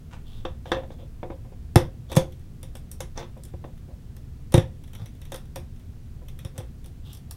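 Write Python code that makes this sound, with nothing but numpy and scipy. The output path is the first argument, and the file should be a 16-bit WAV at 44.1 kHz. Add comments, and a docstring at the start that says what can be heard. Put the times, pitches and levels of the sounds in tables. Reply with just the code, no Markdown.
"""Plastic struts crack and snap off a printed part as pliers twist them over a table in a small room.
Each crack is a burst of noise through table, part and bright crack bodies; some rows are wall echoes.
Knocks, a dull slip of the jaws and ticks use the same bodies; rubs are dense stick-slip clicks.
Jolts add a deep damped swing; shaped noise gives a steady low hum and faint hiss."""
import sys
import numpy as np
from scipy import signal
from scipy.fft import rfft, irfft
from scipy.io import wavfile
from scipy.ndimage import uniform_filter1d

SR = 44100
rng = np.random.default_rng(int(sys.argv[2]) if len(sys.argv) > 2 else 0)


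def bounce(signal):
    """Save signal as a 16-bit WAV file at the path given by the first command-line argument."""
    frames = np.transpose(np.atleast_2d(signal))
    limited = np.clip(frames, -1, 1)
    pcm = np.round(limited * 32767).astype(np.int16)
    wavfile.write(sys.argv[1], SR, pcm)


N = 324576
ONSET_SAMPLES = 441  # 10 ms: strike and boom levels are RMS over this span
BAND_LIMIT_HZ = 16000

# room hum and hiss spectrum: freq_hz, relative_density_db
HUM_SPECTRUM = [(12, -26), (20, 3.5), (38, -11), (65, -2.5), (110, -7), (163, -11.5), (193, -21),
                (228, -17), (301, -27), (434, -31), (590, -40), (678, -37), (825, -43.5), (14700, -57),
                (16000, -55.5)]
HUM_RMS_DB = -39
# reverberation: freq_hz, t60_s
ROOM_T60 = [(100, 0.49), (300, 0.25), (700, 0.23), (2000, 0.23), (6000, 0.18), (9000, 0.16), (14000, 0.16)]

# jaws sliding on plastic: start_s, end_s, table_db, creak_db, grit_db
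RUBS = [(0.108, 0.152, -59.5, -86, -51.5), (0.228, 0.443, -76, -62.5, -69.5),
        (0.652, 0.722, -48.5, -59, -65), (0.761, 0.799, -43, -62, -81), (0.91, 0.931, -51, -63, -58.5),
        (0.973, 1.045, -54, -67, -93), (2.079, 2.148, -53, -55.5, -56.5), (3.15, 3.218, -49, -57, -47),
        (3.87, 3.934, -55, -90, -72), (4.98, 5.042, -58.5, -64.5, -59), (6.539, 6.618, -54.5, -73, -61.5),
        (7.022, 7.175, -77, -58.5, -68.5)]
# creak of the part: freq_hz, relative_density_db
CREAK_COLOUR = [(400, -18), (1000, -30), (1900, -22), (2700, 5), (3450, 15), (3900, 3), (4600, -4),
                (7000, -10.5)]
# grit under the jaws: freq_hz, relative_density_db
GRIT_COLOUR = [(300, -24), (800, 20), (2000, 9), (3000, 9.5), (4300, -2.5), (6200, -1), (7500, -5.5),
               (15000, -19.5)]

# broad colour of the table: freq_hz, relative_density_db
TABLE_COLOUR = [(60, 3), (240, -9), (350, -4.5), (430, -0.5), (540, -0.5), (950, -7), (1300, -27),
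                (2500, -22.5), (6000, -77)]
# broad colour of the part: freq_hz, relative_density_db
PART_COLOUR = [(300, -23), (900, 5.5), (1200, 3.5), (1500, -1), (1850, 3.5), (2700, -5.5), (3750, -1),
               (4500, -31), (5700, -4.5), (9000, -42.5)]
# broad colour of the crack: freq_hz, relative_density_db
CRACK_COLOUR = [(1500, -27), (4400, -4.5), (5700, 4), (7000, -0.5), (9300, 4), (11500, -2), (13500, -3),
                (16000, -15.5)]
# table ringing: freq_hz, energy_db (against broad colour), t60_s
TABLE_MODES = [(354, -5, .15), (526, -1.5, .1), (738, -13, .1), (968, -15, .08)]
# part ringing: freq_hz, energy_db (against broad colour), t60_s
PART_MODES = [(2685, -13.5, 0.016), (3300, -8.5, 0.0051), (3497, -10.5, 0.013)]
# crack ringing: freq_hz, energy_db (against broad colour), t60_s
CRACK_MODES = [(5470, -12.5, 0.028), (5780, -10, 0.017)]

# pliers and part bump the table: start_s, table_db, part_db
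KNOCKS = [(0.451, -28.5, -35.5), (0.656, -40, -48.5), (0.7175, -21, -23), (0.745, -35, -40),
          (0.768, -33.5, -56), (0.834, -39, -59), (0.904, -41, -56.5), (1.23, -29.5, -53),
          (1.301, -33.5, -59), (1.318, -40.5, -62), (1.448, -50, -80), (1.52, -47.5, -72),
          (3.209, -45, -52), (3.227, -45.5, -45), (3.367, -47, -73), (3.537, -41.5, -65),
          (3.641, -34.5, -56), (6.219, -49.5, -79), (6.601, -40.5, -52), (7.31, -68, -51)]
KNOCK_CRACK_DB, KNOCK_TILT_DB_PER_OCT = -24, -10  # faint, dull crack: level against part; tilt

# struts crack or break; some rows are a crack's echo off a wall:
# start_s, strength_db (of the part), crispness_db (crack against part)
SNAPS = [(1.758, -23.5, -1), (2.117, -40, -5.5), (2.127, -42.5, -4.5), (2.1534, -42.5, 0),
         (2.164, -37.5, 5), (2.1679, -28.5, 0.5), (2.63, -50, 3), (2.753, -49.5, 0), (2.769, -58.5, 4),
         (2.915, -59, 17.5), (3.005, -40.5, 1.5), (3.436, -63.5, 15), (3.452, -60.5, 9.5),
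         (4.166, -60, 4.5), (4.522, -46, 1), (4.541, -24.5, -3.5), (4.578, -32.5, -7.5),
         (5.32, -42.5, -1.5), (5.343, -42, -2), (5.36, -56.5, 10.5), (5.559, -41.5, -1), (6.449, -47.5, -1),
         (6.579, -46, 3.5), (6.86, -58.5, 5.5), (7.131, -65, 17), (7.149, -65.5, 14), (7.171, -68.5, 14),
         (7.31, -63.5, 22.5)]
MEDIUM_SNAP_DB = -40  # strength of a medium strut
SHAKE_DB, SHAKE_DB_PER_DB = 6, 0.25  # table against medium-strut strength; growth with strength
DULLING_DB_PER_OCT_PER_DB, MAX_TILT_DB_PER_OCT = 0.27, 3

# hand and part recoil onto the table: start_s, swing_envelope_peak_db, swing_hz
JOLTS = [(1.76, -2, 118), (2.1684, -4.5, 138.6), (3.538, -23.5, 83.5), (4.5421, -5, 127), (4.577, -5, 123),
         (5.018, -25, 111), (6.451, -24, 107), (6.585, -25, 111)]
BOOM_DB, BOOM_DB_PER_DB = -10.5, 1.75  # boom at a 0 dB swing; growth with swing level

# clear ticks of the strained part; one row is a tick's echo off a wall: start_s, part_db
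TICKS = [(2.323, -59), (4.838, -58), (4.877, -60), (4.933, -53), (4.951, -49.5), (5.059, -52.5),
         (5.216, -54), (5.253, -55.5), (6.284, -51.5), (6.39, -50.5), (6.843, -57)]
# spans of faint random ticks: start_s, end_s
STRAINS = [(2.35, 2.45), (3.28, 3.78), (4.971, 5.9)]
FAINT_TICKS_PER_S, FAINT_TICK_DB, FAINT_TICK_SPREAD_DB = 7, -66, 1  # spread is plus or minus
TICK_TABLE_DB, TICK_CRACK_DB, TICK_TILT_DB_PER_OCT = -6, -2, 10  # levels against part; tilt

# jaws slip with a dull crack: start_s, table_db, part_db, crack_db, tilt_db_per_oct
SLIP = (3.176, -35, -43, -39.5, -23.5)


def amp(db):
    """Decibels to gain."""
    return 10 ** (np.asarray(db) / 20)


def unit(x):
    """Scale to unit energy."""
    return x / np.sqrt(np.sum(x ** 2) + 1e-20)


def onset_rms(x):
    """RMS over the onset span."""
    return np.sqrt(np.mean(x[:ONSET_SAMPLES] ** 2))


def read(points, hz):
    """Interpolate a table along log frequency."""
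    freq_hz, value = np.transpose(points)
    return np.interp(np.log(hz + 1), np.log(freq_hz), value)


def add(mix, start_s, sound):
    """Add a sound into the mix in place."""
    part = mix[max(round(start_s * SR), 0):][:len(sound)]
    part += sound[:len(part)]


def hum():
    """Steady low room rumble and faint hiss: white noise shaped in frequency."""
    gain = amp(read(HUM_SPECTRUM, np.fft.rfftfreq(N, 1 / SR)))
    noise = irfft(rfft(rng.standard_normal(N)) * gain, N)
    return amp(HUM_RMS_DB) * np.sqrt(N) * unit(noise)


def ringing(modes, size=8192):
    """Struck object's modes: exponentially dying sines."""
    t = np.arange(size) / SR
    total = 0
    for hz, energy_db, t60_s in modes:
        tone = amp(-60 * t / t60_s) * np.sin(2 * np.pi * hz * t)
        total = total + amp(energy_db) * unit(tone)
    return total


def body(colour, modes=(), tilt_db_per_oct=0, corner_hz=SR, ripple_db=0, smooth_bins=25, size=4096):
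    """Object's impulse response: minimum-phase broad colour plus modes; ripple is its small resonances."""
    hz = np.fft.rfftfreq(size, 1 / SR)
    ripple = rng.standard_normal(len(hz))
    for _ in range(2):
        ripple = uniform_filter1d(ripple, smooth_bins)
    octaves = np.log2(np.maximum(hz / corner_hz, 1))
    db = read(colour, hz) + tilt_db_per_oct * octaves + ripple_db * ripple / ripple.std()
    log_gain = np.log(amp(np.r_[db, db[-2:0:-1]]))
    # the Hilbert transform of log gain gives the minimum phase
    broad = unit(np.fft.ifft(np.exp(np.conj(signal.hilbert(log_gain)))).real)
    return unit(np.pad(broad, (0, size)) + ringing(modes, size=2 * size))


def table_body():
    """Table top: broad colour and low modes."""
    return body(TABLE_COLOUR, TABLE_MODES)


def room_tail(build_s=0.0034, size=256):
    """Diffuse reflections: noise that builds up, then decays at a frequency-dependent rate."""
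    t = np.arange(SR // 3) / SR
    hz, frames_s, z = signal.stft(rng.standard_normal(len(t)), SR, nperseg=size)
    decay = amp(-60 * frames_s / read(ROOM_T60, hz)[:, None])
    tail = signal.istft(z * decay, SR, nperseg=size)[1][:len(t)]
    return unit(tail * (1 - np.exp(-(t / build_s) ** 2)))


def in_room(x, tail_db):
    """Direct sound plus reverberation."""
    return x + amp(tail_db) * signal.fftconvolve(x, room_tail())[:N]


def rubs(slips_per_s=600, spread_db=2.5):
    """Stick-slip of the jaws: random signed clicks of uneven size drive table, creak and grit."""
    bodies = table_body(), body(CREAK_COLOUR), body(GRIT_COLOUR)
    out = np.zeros(N)
    for start_s, end_s, *levels_db in RUBS:
        n = max(round((end_s - start_s) * SR), 64)
        times = rng.random(n) < slips_per_s / SR
        signs = rng.choice([-1, 1], n)
        sizes = amp(spread_db * np.minimum(rng.exponential(1, n), 4))
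        slips = times * signs * sizes * signal.windows.tukey(n, 0.6)
        for response, db in zip(bodies, levels_db):
            add(out, start_s, amp(db) * np.sqrt(n) * unit(signal.fftconvolve(slips, response)))
    return out


def fracture(tear_s, size=768):
    """Tearing fibres: fading random impulses with a partly flattened spectrum."""
    fade = np.exp(-np.arange(size) / SR / tear_s)
    z = rfft(rng.laplace(size=size) * fade)
    flattened = irfft(z / np.sqrt(abs(z) + 1e-9))
    return unit(flattened * np.sqrt(fade))


def strike(response, db, tear_s, bounce_db, tail_db, wall_db=-17, bounce_s=0.0018, wall_s=0.013):
    """Fracture driving a body by direct, table-bounce, wall and diffuse paths, each with its own grain."""
    path = amp(tail_db) * room_tail()
    for delay_s, path_db in [(0, 0), (bounce_s, bounce_db), (wall_s, wall_db)]:
        add(path, delay_s, amp(path_db) * fracture(tear_s))
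    ring = signal.fftconvolve(path, response)
    return amp(db) * ring / onset_rms(ring)


def click(table, table_db, part_db, crack_db, tilt_db_per_oct, part_tilt_share=0.48):
    """Impact driving table, part and crack by separate amounts; tilt colours part and crack."""
    part = body(PART_COLOUR, PART_MODES, part_tilt_share * tilt_db_per_oct, corner_hz=1300, ripple_db=3)
    crack = body(CRACK_COLOUR, CRACK_MODES, tilt_db_per_oct, corner_hz=6000, ripple_db=3.2)
    return (strike(table, table_db, tear_s=0.011, bounce_db=-6.5, tail_db=-6.5)
            + strike(part, part_db, tear_s=0.0079, bounce_db=-1, tail_db=-1.0)
            + strike(crack, crack_db, tear_s=0.0013, bounce_db=-4, tail_db=-3.5))


def knocks():
    """Blunt bumps on the table: faint, dull crack."""
    table = table_body()
    out = np.zeros(N)
    for start_s, table_db, part_db in KNOCKS:
        crack_db = part_db + KNOCK_CRACK_DB
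        add(out, start_s, click(table, table_db, part_db, crack_db, KNOCK_TILT_DB_PER_OCT))
    return out


def snap(table, strength_db, crispness_db):
    """Strut crack or its echo: the stronger, the duller and the more table; thicker struts are stronger."""
    excess_db = strength_db - MEDIUM_SNAP_DB
    tilt_db_per_oct = min(-DULLING_DB_PER_OCT_PER_DB * excess_db, MAX_TILT_DB_PER_OCT)
    table_db = strength_db + SHAKE_DB + SHAKE_DB_PER_DB * excess_db
    return click(table, table_db, strength_db, strength_db + crispness_db, tilt_db_per_oct)


def snaps():
    """Strut cracks and breaks, and some wall echoes of them, on one table top."""
    table = table_body()
    out = np.zeros(N)
    for start_s, strength_db, crispness_db in SNAPS:
        add(out, start_s, snap(table, strength_db, crispness_db))
    return out


def jolts(swell_s=0.0061, sharpness=2.06, lag_s=0.0012, push_s=0.0021):
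    """Recoil onto the table: a heavily damped swing, plus a soft push that booms the table modes."""
    t = np.arange(SR // 10) / SR
    out = np.zeros(N)
    envelope = (t / swell_s * np.exp(1 - t / swell_s)) ** sharpness
    push = np.sin(np.pi * np.minimum(t / push_s, 1)) ** 2
    boom = signal.fftconvolve(ringing(TABLE_MODES), push)
    boom = boom / onset_rms(boom)
    for start_s, db, hz in JOLTS:
        add(out, start_s, -amp(db) * envelope * np.sin(2 * np.pi * hz * (t - lag_s)))
        add(out, start_s, amp(BOOM_DB + BOOM_DB_PER_DB * db) * boom)
    return out


def tick(table, part_db):
    """Strain tick or its echo: bright part and crack, little table."""
    return click(table, part_db + TICK_TABLE_DB, part_db, part_db + TICK_CRACK_DB, TICK_TILT_DB_PER_OCT)


def ticks():
    """Strained part: clear ticks and a wall echo at set times, faint ticks at uneven intervals."""
    table = table_body()
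    out = np.zeros(N)
    for start_s, part_db in TICKS:
        add(out, start_s, tick(table, part_db))
    for start_s, end_s in STRAINS:
        span_s = end_s - start_s
        count = max(round(span_s * FAINT_TICKS_PER_S), 1)
        # one tick at random within each equal slot
        for k, (place, size) in enumerate(rng.random((count, 2))):
            part_db = FAINT_TICK_DB + FAINT_TICK_SPREAD_DB * (1 - 2 * size)
            add(out, start_s + span_s * (k + place) / count, tick(table, part_db))
    return out


def slip():
    """Slipping jaws: one click with a strongly dulled part and crack."""
    start_s, *settings = SLIP
    out = np.zeros(N)
    add(out, start_s, click(table_body(), *settings))
    return out


def scene():
    """Sum of all layers, one channel."""
    sliding = in_room(rubs(), tail_db=-1.0)
    thumps = in_room(jolts(), tail_db=-18.5)
    return (hum() + sliding + knocks() + snaps() + thumps + ticks() + slip())[None]


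def record(dry, knee=10):
    """Soft limit at full scale, then linear-phase low-pass."""
    limited = dry / (1 + abs(dry) ** knee) ** (1 / knee)
    lowpass = signal.firwin(401, BAND_LIMIT_HZ, window=("kaiser", 9), fs=SR)
    return signal.oaconvolve(limited, lowpass[None], "same")


dry = scene()
out = record(dry)
bounce(out)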